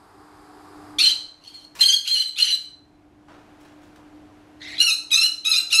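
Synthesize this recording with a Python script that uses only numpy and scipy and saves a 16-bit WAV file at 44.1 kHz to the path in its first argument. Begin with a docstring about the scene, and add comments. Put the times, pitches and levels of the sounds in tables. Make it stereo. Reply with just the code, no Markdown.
"""A small parrot screeches eight times in a wire cage indoors, with one soft mutter and a growl between.
The two sides of its syrinx sound at once, a buzzy low voice and a high whistle. Each screech scoops up out of
a rasp, holds, and is cut off; now and then the whistle flares up pure and the low voice gives way to it.
Short grainy noises are the bird scuffing along the bars, and sparse decaying echoes make the room ring.
Wavering sine tones, a rumble and coloured noise make a faint appliance hum and the hiss of the room."""
import sys
import numpy as np
from scipy import signal
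from scipy.fft import rfft, irfft, next_fast_len
from scipy.io import wavfile
from scipy.ndimage import uniform_filter1d

SR = 44100
rng = np.random.default_rng(int(sys.argv[2]) if len(sys.argv) > 2 else 0)


def file_out(sig):
    """Save sig as 16-bit WAV at sys.argv[1]."""
    # one column per channel
    cols = np.atleast_2d(sig).T
    # limit, then scale
    lim = np.clip(cols, -1, 1)
    pcm = np.round(lim * 32767).astype(np.int16)
    wavfile.write(sys.argv[1], SR, pcm)


N = 255780
TIME = np.arange(N) / SR

# colour of the rasp and of the growl's hiss: frequency_hz, level_db
RASP_COLOUR = [(400, -43.5), (900, -21.5), (1400, -13.5), (1850, -12), (2800, -3.5), (3600, -2),
               (4300, -0.5), (5400, -4), (7200, -8), (9200, -15.5), (11000, -9.5), (12600, -20),
               (13600, -31), (15500, -36.5)]
# how much of the overtone edge each frequency gets: frequency_hz, share (0-1)
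EDGE_SHARE = [(3300, 0.13), (5200, 0.88)]
RELEASE_S, RELEASE_DB = 0.035, -39  # after the hold a call falls by this much in each such time


def amp(db):
    """Decibels to gain."""
    return 10 ** (np.asarray(db) / 20)


def unit(x):
    """Scales to rms 1."""
    return x / np.sqrt(np.mean(x ** 2) + 1e-20)


def at_hz(points, hz):
    """Reads a spectrum on a log-frequency axis."""
    f, value = np.transpose(points)
    return np.interp(np.log(hz + 1), np.log(f + 1), value)


def at_time(points, t):
    """Reads a curve of time and value at the times t."""
    s, value = np.transpose(points)
    return np.interp(t, s, value)


def shaped(x, gain):
    """Filters x by a gain given as a function of frequency."""
    size = next_fast_len(x.shape[-1])
    spectrum = rfft(x, size) * gain(np.fft.rfftfreq(size, 1 / SR))
    return irfft(spectrum, size)[..., :x.shape[-1]]


def noise(count, gain):
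    """Coloured noise of rms 1."""
    return unit(shaped(rng.standard_normal(count), gain))


def wobble(count, rate_hz):
    """Random motion of rms 1, up to about rate_hz."""
    return noise(count, lambda f: 1 / (1 + (f / rate_hz) ** 4))


def add(mix, s, sound):
    """Mixes a sound in at time s."""
    part = mix[max(round(s * SR), 0):][:len(sound)]
    part += sound[:len(part)]


def air(spectrum):
    """Room noise at two ears, alike in the bass and independent in the treble."""
    # frequency_hz, left-right correlation
    ear_likeness = [(30, 1), (70, .9), (130, .5), (300, 0.66), (700, 0.6), (2000, .4), (8000, 0)]

    def side_gain(f):
        likeness = np.clip(at_hz(ear_likeness, f), -0.9, 1)
        return np.sqrt((1 - likeness) / (1 + likeness))

    mid, side = (noise(N, lambda f: amp(at_hz(spectrum, f))) for _ in range(2))
    side = shaped(side, side_gain)
    return np.array([mid + side, mid - side])


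def background():
    """A wavering appliance hum with its rumble, and room hiss that turns from an early to a late colour."""
    # partials of the hum: pitch_hz, level_db
    hum_lines = [(300.2, 0), (97, -14), (645, -18), (740, -15)]
    # spectra of the rumble and of the early and late hiss: frequency_hz, level_db
    rumble_colour = [(15, -50), (25, -10.5), (91, -8.5), (231, -12.5), (265, -11.5), (295, 0.5),
                     (314, -16.5), (329, -6.5), (592, -31.5), (746, -20), (1000, -36.5), (1300, -52.5),
                     (2200, -120)]
    early_colour = [(240, -23), (400, 0.5), (576, -19.5), (756, -1.5), (1020, -5), (1120, -2.5),
                    (2790, -27), (4330, -22.5), (4960, -19), (5770, -31.5), (8060, -26.5), (12300, -31.5),
                    (15000, -59.5)]
    late_colour = [(240, -30), (400, -5), (526, -5), (756, -3.5), (1290, -9.5), (1520, -9.5), (1820, -13.5),
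                   (2320, -15), (3830, -21), (12900, -35), (15000, -55.5)]
    # crossfade of the hiss: time_s, share of the late colour (0-1)
    hiss_turn = [(1.0, 0.1), (1.25, 0.84), (2.8, 0.99)]
    # relative levels through the scene: time_s, level_db
    hum_level = [(0.0, -58), (0.73, -50.5), (0.77, -46.5), (0.98, -43), (1.0, -52), (1.39, -64.5),
                 (1.78, -56), (1.84, -70), (2.24, -71.5), (2.79, -57.5), (4.2, -48), (4.47, -53),
                 (4.77, -46), (4.85, -59), (5.74, -59), (5.8, -63)]
    hiss_level = [(0.0, -56.5), (0.89, -49.5), (1.18, -57), (1.31, -62.5), (1.78, -61), (1.94, -67),
                  (3.15, -64.5), (3.51, -57), (4.77, -58), (4.9, -60.5), (5.39, -64), (5.8, -59)]

    hum_gain = amp(at_time(hum_level, TIME))
    hiss_gain = amp(at_time(hiss_level, TIME))
    hum = np.zeros(N)
    for hz, db in hum_lines:
        level = amp(db + 1.8 * wobble(N, rate_hz=9))
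        pitch_hz = hz + 0.86 * wobble(N, rate_hz=3.5)
        hum += level * np.sin(2 * np.pi * np.cumsum(pitch_hz) / SR)
    late = np.clip(at_time(hiss_turn, TIME), 0, 1)
    early_hiss = amp(3.0) * np.sqrt(1 - late) * air(early_colour)
    late_hiss = amp(1.14) * np.sqrt(late) * air(late_colour)
    # the rumble follows the hum's level, but only half as far in decibels
    rumble = amp(-57.5) * unit(hum_gain ** 0.5) * air(rumble_colour)
    return amp(1.5) * hum_gain * hum + hiss_gain * (early_hiss + late_hiss) + rumble


def room_tail():
    """Strong echoes off the near walls, then sparse ones; each band dies at its own speed; total energy 1."""
    # decay of each band: frequency_hz, t60_s
    decay = [(500, 0.81), (2600, 0.36), (4200, 0.45), (8000, 0.44), (13000, 0.29)]
    taps = rng.choice([-1., 1.], SR) * (rng.random(SR) < 3000 / SR)  # about 3000 echoes a second
    taps *= np.arange(SR) > 0.004 * SR
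    near_walls = (SR * rng.uniform(0.003, 0.016, size=6)).astype(int)
    taps[near_walls] = 2.8 * rng.choice([-1., 1.], size=6)
    hz, t, bands = signal.stft(taps, SR, nperseg=256)
    fade = amp(-60 * t / at_hz(decay, hz)[:, None])
    tail = signal.istft(bands * fade, SR, nperseg=256)[1]
    return tail / np.linalg.norm(tail)


def in_room(x, wet_db, side_wet_db, side_direct_db):
    """Direct sound and room at a close pair of microphones, whose phases part towards the treble."""
    # stereo width: frequency_hz, gain of the side signal_db
    width = [(1300, -12.5), (2600, -14.5), (4200, -7), (6300, -2), (8200, 3.5), (11000, 3), (15000, 9)]
    mid = x + amp(wet_db) * signal.fftconvolve(x, room_tail())[:N]
    quarter_turn = shaped(x, lambda f: 1j)  # every frequency shifted by 90 degrees
    side_room = signal.fftconvolve(x, room_tail())[:N]
    side = amp(side_direct_db) * quarter_turn + amp(side_wet_db) * side_room
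    side = shaped(side, lambda f: amp(at_hz(width, f)))
    return np.array([mid + side, mid - side])


def patchy(x, depth_db):
    """Breaks a noise into brief, narrow blotches, as a chaotic membrane hops between tones."""
    bands = signal.stft(x, SR, nperseg=256, noverlap=192)[2]
    blotches = uniform_filter1d(rng.standard_normal(bands.shape), size=2, axis=0)  # across frequency
    blotches = unit(uniform_filter1d(blotches, size=9, axis=1))  # across time
    bands = bands * amp(depth_db * np.clip(blotches, -2, 2))
    return unit(signal.istft(bands, SR, nperseg=256, noverlap=192)[1][:len(x)])


def scuffs():
    """Feet, beak and feathers on the bars: short grainy rubs of noise that die away."""
    # start_s, level_db, t60_s, brightness_db_per_octave above 700 Hz
    scuff_rows = [(1.750, -40.5, 0.39, 3), (1.781, -47.5, 0.2, -5.5), (3.282, -47, 0.58, -3.5),
                  (3.334, -55, 0.71, -3), (3.6, -58.5, 0.33, 2.5), (3.648, -49.5, 0.33, -1.5),
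                  (3.815, -57, 0.404, 1.5), (3.958, -46.5, 0.066, 1.5), (3.973, -49, 0.3, -9.5)]
    # frequency_hz, level_db
    scuff_colour = [(150, -2), (400, -4.5), (1200, 1), (2200, -5), (5000, -11.5), (9000, -19), (15000, -28)]
    out, t = np.zeros(N), np.arange(SR // 2) / SR
    for s, db, t60, tilt_db in scuff_rows:
        rub = noise(len(t), lambda f: amp(at_hz(scuff_colour, f) + tilt_db * np.log2(np.maximum(f, 700))))
        grain = unit(np.exp(0.43 * wobble(len(t), rate_hz=100)))
        envelope = amp(db - 60 * t / t60) * (1 - np.exp(-t / 0.0033))
        add(out, s, patchy(rub, depth_db=1) * grain * envelope)
    return out


def membrane(hz, rough, jitter, drift, flutter_hz):
    """Phase of one vibrating side of the syrinx; roughness shakes its pitch and makes it hop."""
    hops = np.tanh(3 * wobble(len(hz), rate_hz=55))
    shake = jitter * rough * wobble(len(hz), flutter_hz) + drift * (1 + 3 * rough) * hops
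    return 2 * np.pi * np.cumsum(hz * (1 + shake)) / SR


def growl():
    """Both sides of the syrinx flap loosely at low pressure, with a grating hiss; gives start and sound."""
    # start_s, end_s, low_side_hz, low_side_db, high_side_hz, high_side_db
    growl_row = (4.595, 4.785, 2091, -39.5, 3985, -41)
    attack_s, swell_db = 0.025, 9.5  # fade at either end; growth from start to end
    closing_hz = 160  # each side moves this far towards the other
    start, end, low_hz, low_db, high_hz, high_db = growl_row
    t = np.arange(0, end - start, 1 / SR)
    growth = t / t[-1] - 0.5
    low_phase = membrane(low_hz + closing_hz * growth, rough=0.95, jitter=0.081, drift=0.0098, flutter_hz=356)
    high_phase = membrane(high_hz - closing_hz * growth, rough=1, jitter=0.0447, drift=0.01184, flutter_hz=348)
    voices = amp(low_db) * np.sin(low_phase) + amp(high_db) * np.sin(high_phase)
    hiss = noise(len(t), lambda f: amp(at_hz(RASP_COLOUR, f)) / (1 + (f / 5500) ** 2))
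    hiss = amp(-11) * (amp(low_db) + amp(high_db)) * patchy(hiss, depth_db=7.5)
    grating = unit(np.exp(0.25 * wobble(len(t), rate_hz=150)))
    fades = np.minimum(np.minimum(t, t[-1] - t) / attack_s, 1)
    return start, (voices + hiss) * grating * amp(swell_db * growth) * fades


def flares(t):
    """Bell-shaped surges of the whistle: how far they have taken over (0-1), their gain and their pitch."""
    # middle_s, length_s, pitch_hz, level_db
    flare_rows = [ (1.019, 0.018, 4354, -14.5), (1.043, .022, 4135, -12.5), (1.072, .016, 4105, -11),
                  (1.117, 0.025, 4053, -17.5), (1.48, .012, 4330, -35), (1.555, 0.022, 4250, -36),
                  (1.595, 0.017, 4216, -43), (1.651, 0.007, 4270, -37.5), (1.817, .016, 4125, -8.5),
                  (1.864, 0.02, 4236, -12), (1.968, 0.011, 4263, -14.5), (2.131, 0.039, 4229, -15),
                  (2.207, 0.014, 4105, -16.5), (2.272, 0.042, 4064, -22.5), (2.429, .013, 4200, -7.5),
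                  (2.537, 0.029, 4034, -16.5), (4.79, .012, 4050, -21), (4.807, 0.011, 4048, -8.5),
                  (4.852, .024, 4400, -17), (4.932, 0.021, 4034, -17), (4.986, 0.031, 4075, -30.5),
                  (5.123, 0.011, 3900, -19), (5.163, .012, 4130, -15), (5.195, .022, 4085, -15),
                  (5.25, 0.025, 4077, -13.5), (5.32, 0.0278, 4070, -26), (5.519, 0.0078, 4110, -9),
                  (5.592, 0.025, 4064, -15.5), (5.8, 0.027, 4177, -11), ]
    s, length, hz, db = np.transpose(flare_rows)[:, :, None]
    within_call = (s > t[0]) * (s < t[-1] - RELEASE_S)
    bells = np.exp(-(2 * (t - s) / length) ** 2) * within_call + 1e-12
    gains = bells * amp(db)
    return bells.max(0), gains.sum(0), (gains * hz).sum(0) / gains.sum(0)


def rasp(count, edge_db):
    """Chaotic, blotchy noise in quick bursts, its treble raised or lowered with the overtone edge."""
    bursts = unit(np.exp(0.12 * wobble(count, rate_hz=430)))
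    chaos = patchy(noise(count, lambda f: amp(at_hz(RASP_COLOUR, f))), depth_db=6.5)
    treble = shaped(chaos, lambda f: at_hz(EDGE_SHARE, f))
    return (chaos + (amp(0.5 * edge_db - 2.5) - 1) * treble) * bursts


def two_voices(low_hz, low_db, high_hz, high_db, rough, edge_db):
    """Low voice and whistle from the two sides of the syrinx, and the tones they make together."""
    # gain of throat and beak on the low voice: frequency_hz, gain_db
    throat = [(1150, -32.5), (1310, -16), (1480, -30), (2050, -26), (2450, -4), (3250, 6), (3900, -2),
              (4750, -7), (5150, -6.5), (6500, -7), (7600, -22), (9100, -21.5), (10400, -9), (11700, -18),
              (13500, -38)]
    count = len(low_hz)
    low = membrane(low_hz, rough ** 1.7, jitter=0.062, drift=0.0095, flutter_hz=451)
    high = membrane(high_hz, rough ** 1.454, jitter=0.0412, drift=0.005, flutter_hz=395)

    def overtone(phase, hz):
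        """The higher a partial, the more it comes and goes as beak and tongue move."""
        share = at_hz(EDGE_SHARE, hz)
        motion = np.clip(wobble(count, rate_hz=45), -1.6, 1.6)
        flicker = unit(amp((2 + 4 * share) * motion))
        return amp(edge_db * share) * flicker * np.sin(phase)

    buzz = sum(amp(at_hz(throat, k * low_hz)) * overtone(k * low, k * low_hz) for k in range(1, 11))
    whistle = np.sin(high)
    whistle = whistle + amp(-18.0) * overtone(2 * high, 2 * high_hz)
    whistle = whistle + amp(-30.5) * overtone(3 * high, 3 * high_hz)
    # the two sides share one airstream, which gives sum and difference tones
    mixed = amp(-19.0) * overtone(high + 2 * low, high_hz + 2 * low_hz) + amp(-26.5) * np.sin(4 * low - high)
    voiced = amp(low_db) * buzz + amp(high_db) * whistle + amp((low_db + high_db) / 2) * mixed
    return voiced * np.sqrt(2) * (1 + 0.5 * rough * wobble(count, rate_hz=220))


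def screech(row, pitch):
    """One breath drives both sides of the syrinx and a rasp through lead-in, hold and fall."""
    attack_s, settle_s = 0.0062, 0.016  # the voice catches at once; the roughness settles more slowly
    lead_db, lead_growth_db = -10, 3.5  # the lead-in is softer than the hold, and grows by this much
    scoop, lead_edge_db = 0.24, -13  # it starts this share flat, and dull
    give_way_db, clearing = -8.5, 0.6  # in a flare the low voice drops, and both sides lose this share of roughness
    rebound_s, rebound_db = 0.022, 3.5  # just after a flare the low voice comes back stronger
    sway_db, sway_hz = 1.5, 30  # the breath sways between the two sides
    start, hold, lead, low_db, change_db, high_db, high_hz, glide_hz, start_rough, rough, edge_db = row
    t = np.arange(start - lead, start + hold + 3 * RELEASE_S, 1 / SR)
    count, age = len(t), t - start
    progress = np.clip(age / hold, 0, 1)
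    leading = np.clip(-age / lead, 0, 1)  # 1 at the first sample, 0 from the hold on

    breath_db = lead_db * np.clip(-age / attack_s, 0, 1) - lead_growth_db * leading
    breath_db += RELEASE_DB * np.maximum(age - hold, 0) / RELEASE_S
    edge_db = edge_db + lead_edge_db * leading
    flare, flare_gain, flare_hz = flares(t)
    rebound = flares(t - rebound_s)[0]
    sway = sway_db * wobble(count, rate_hz=sway_hz)

    low_db = low_db + breath_db + change_db * progress + sway
    low_db = low_db + give_way_db * flare + rebound_db * rebound
    low_hz = at_time(pitch, t) * (1 - scoop * leading)
    steady_gain = amp(high_db + breath_db - sway)
    steady_hz = high_hz + glide_hz * (progress - 0.5)
    whistle_gain = steady_gain + flare_gain
    high_db = 20 * np.log10(whistle_gain)
    high_hz = (steady_gain * steady_hz + flare_gain * flare_hz) / whistle_gain
    settling = np.exp(-np.maximum(age, 0) / settle_s)
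    rough = (rough + (start_rough - rough) * settling) * (1 - clearing * flare)
    rough = np.clip(rough, 0, 1)

    voiced = two_voices(low_hz, low_db, high_hz, high_db, rough, edge_db)
    effort = np.hypot(amp(low_db), 0.76 * amp(high_db))
    call = voiced + amp(1.5) * rough ** 1.38 * effort * rasp(count, edge_db)
    call = call * signal.windows.tukey(count, 0.04)
    # the call keeps nothing below about 1.1 kHz
    return t[0], shaped(call, lambda f: 1 - 1 / (1 + (f / 1100) ** 10))


def scene():
    """The bird in its room, over the background."""
    # one row a call, the second a soft mutter; levels are relative: start_s, hold_s, lead_in_s, low_voice_db,
    # low_voice_change_db over the hold, whistle_db, whistle_hz, whistle_glide_hz over the hold,
    # start_roughness and hold_roughness (limited to 0-1), overtone_edge_db
    calls = [ (0.988, 0.12, .005, -18, -7, -24, 4260, -400, .75, .58, -2),
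             (1.44, .21, .04, -56.5, -6, -54, 4303, -80.5, 1.04, .65, -0.5),
             (1.811, 0.14, .024, -21.5, -1, -27.5, 4345, 259, 0.87, .3, -0.5),
             (2.076, 0.15, .026, -28, 0, -27, 4110, -71.5, 0.94, 0.39, -2.5),
             (2.387, .145, 0.031, -23.5, -2, -25, 4157, -67, .75, .5, -5),
             (4.806, .133, 0.028, -16, -9, -25.5, 4164, -100, 0.48, 0.24, -1),
             (5.119, .145, .016, -18, -6, -22, 4040, 340, 0.55, .32, 0),
             (5.453, .14, .011, -24, 3, -25.5, 3962, 249, 0.38, 0.32, 0.5),
             (5.727, 0.11, .028, -20, -6.5, -22, 4100, 302, 0.57, 0.27, 3), ]
    # pitch of the low voice, one curve a call: time_s, pitch_hz
    low_pitches = [
        [(.987, 1171), (1.008, 1372), (1.04, 1547), (1.12, 1522)],
        [(1.43, 1508), (1.5, 1580), (1.65, 1567)],
        [(1.812, 1522), (1.836, 1597), (1.9, 1581), (1.94, 1634)],
        [(2.075, 1571), (2.12, 1640), (2.165, 1469), (2.22, 1550)],
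        [(2.39, 1385), (2.425, 1530), (2.53, 1467)],
        [(4.81, 1447), (4.87, 1399), (4.905, 1265), (4.935, 1326)],
        [(5.118, 1301), (5.14, 1231), (5.165, 1318), (5.205, 1313), (5.245, 1450)],
        [(5.453, 1281), (5.525, 1295), (5.55, 1214), (5.578, 1395)],
        [(5.726, 1463), (5.745, 1309), (5.78, 1344)],
    ]
    bird = scuffs()
    add(bird, *growl())
    for row, pitch in zip(calls, low_pitches):
        s, call = screech(row, pitch)
        add(bird, s, amp(-3.0) * call)
    return in_room(bird, wet_db=-3.5, side_wet_db=-0.5, side_direct_db=-4.0) + background()


def record(dry):
    """The loudest peaks are rounded off; then the recorder's band limit."""
    ceiling, cut_hz = 0.85, 15700  # full scale is 1
    limited = dry / (1 + (dry / ceiling) ** 6) ** (1 / 6)
    lowpass = signal.firwin(511, cut_hz, window=("kaiser", 9), fs=SR)
    return signal.oaconvolve(limited, lowpass[None], "same")


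dry = scene()
out = record(dry)
file_out(out)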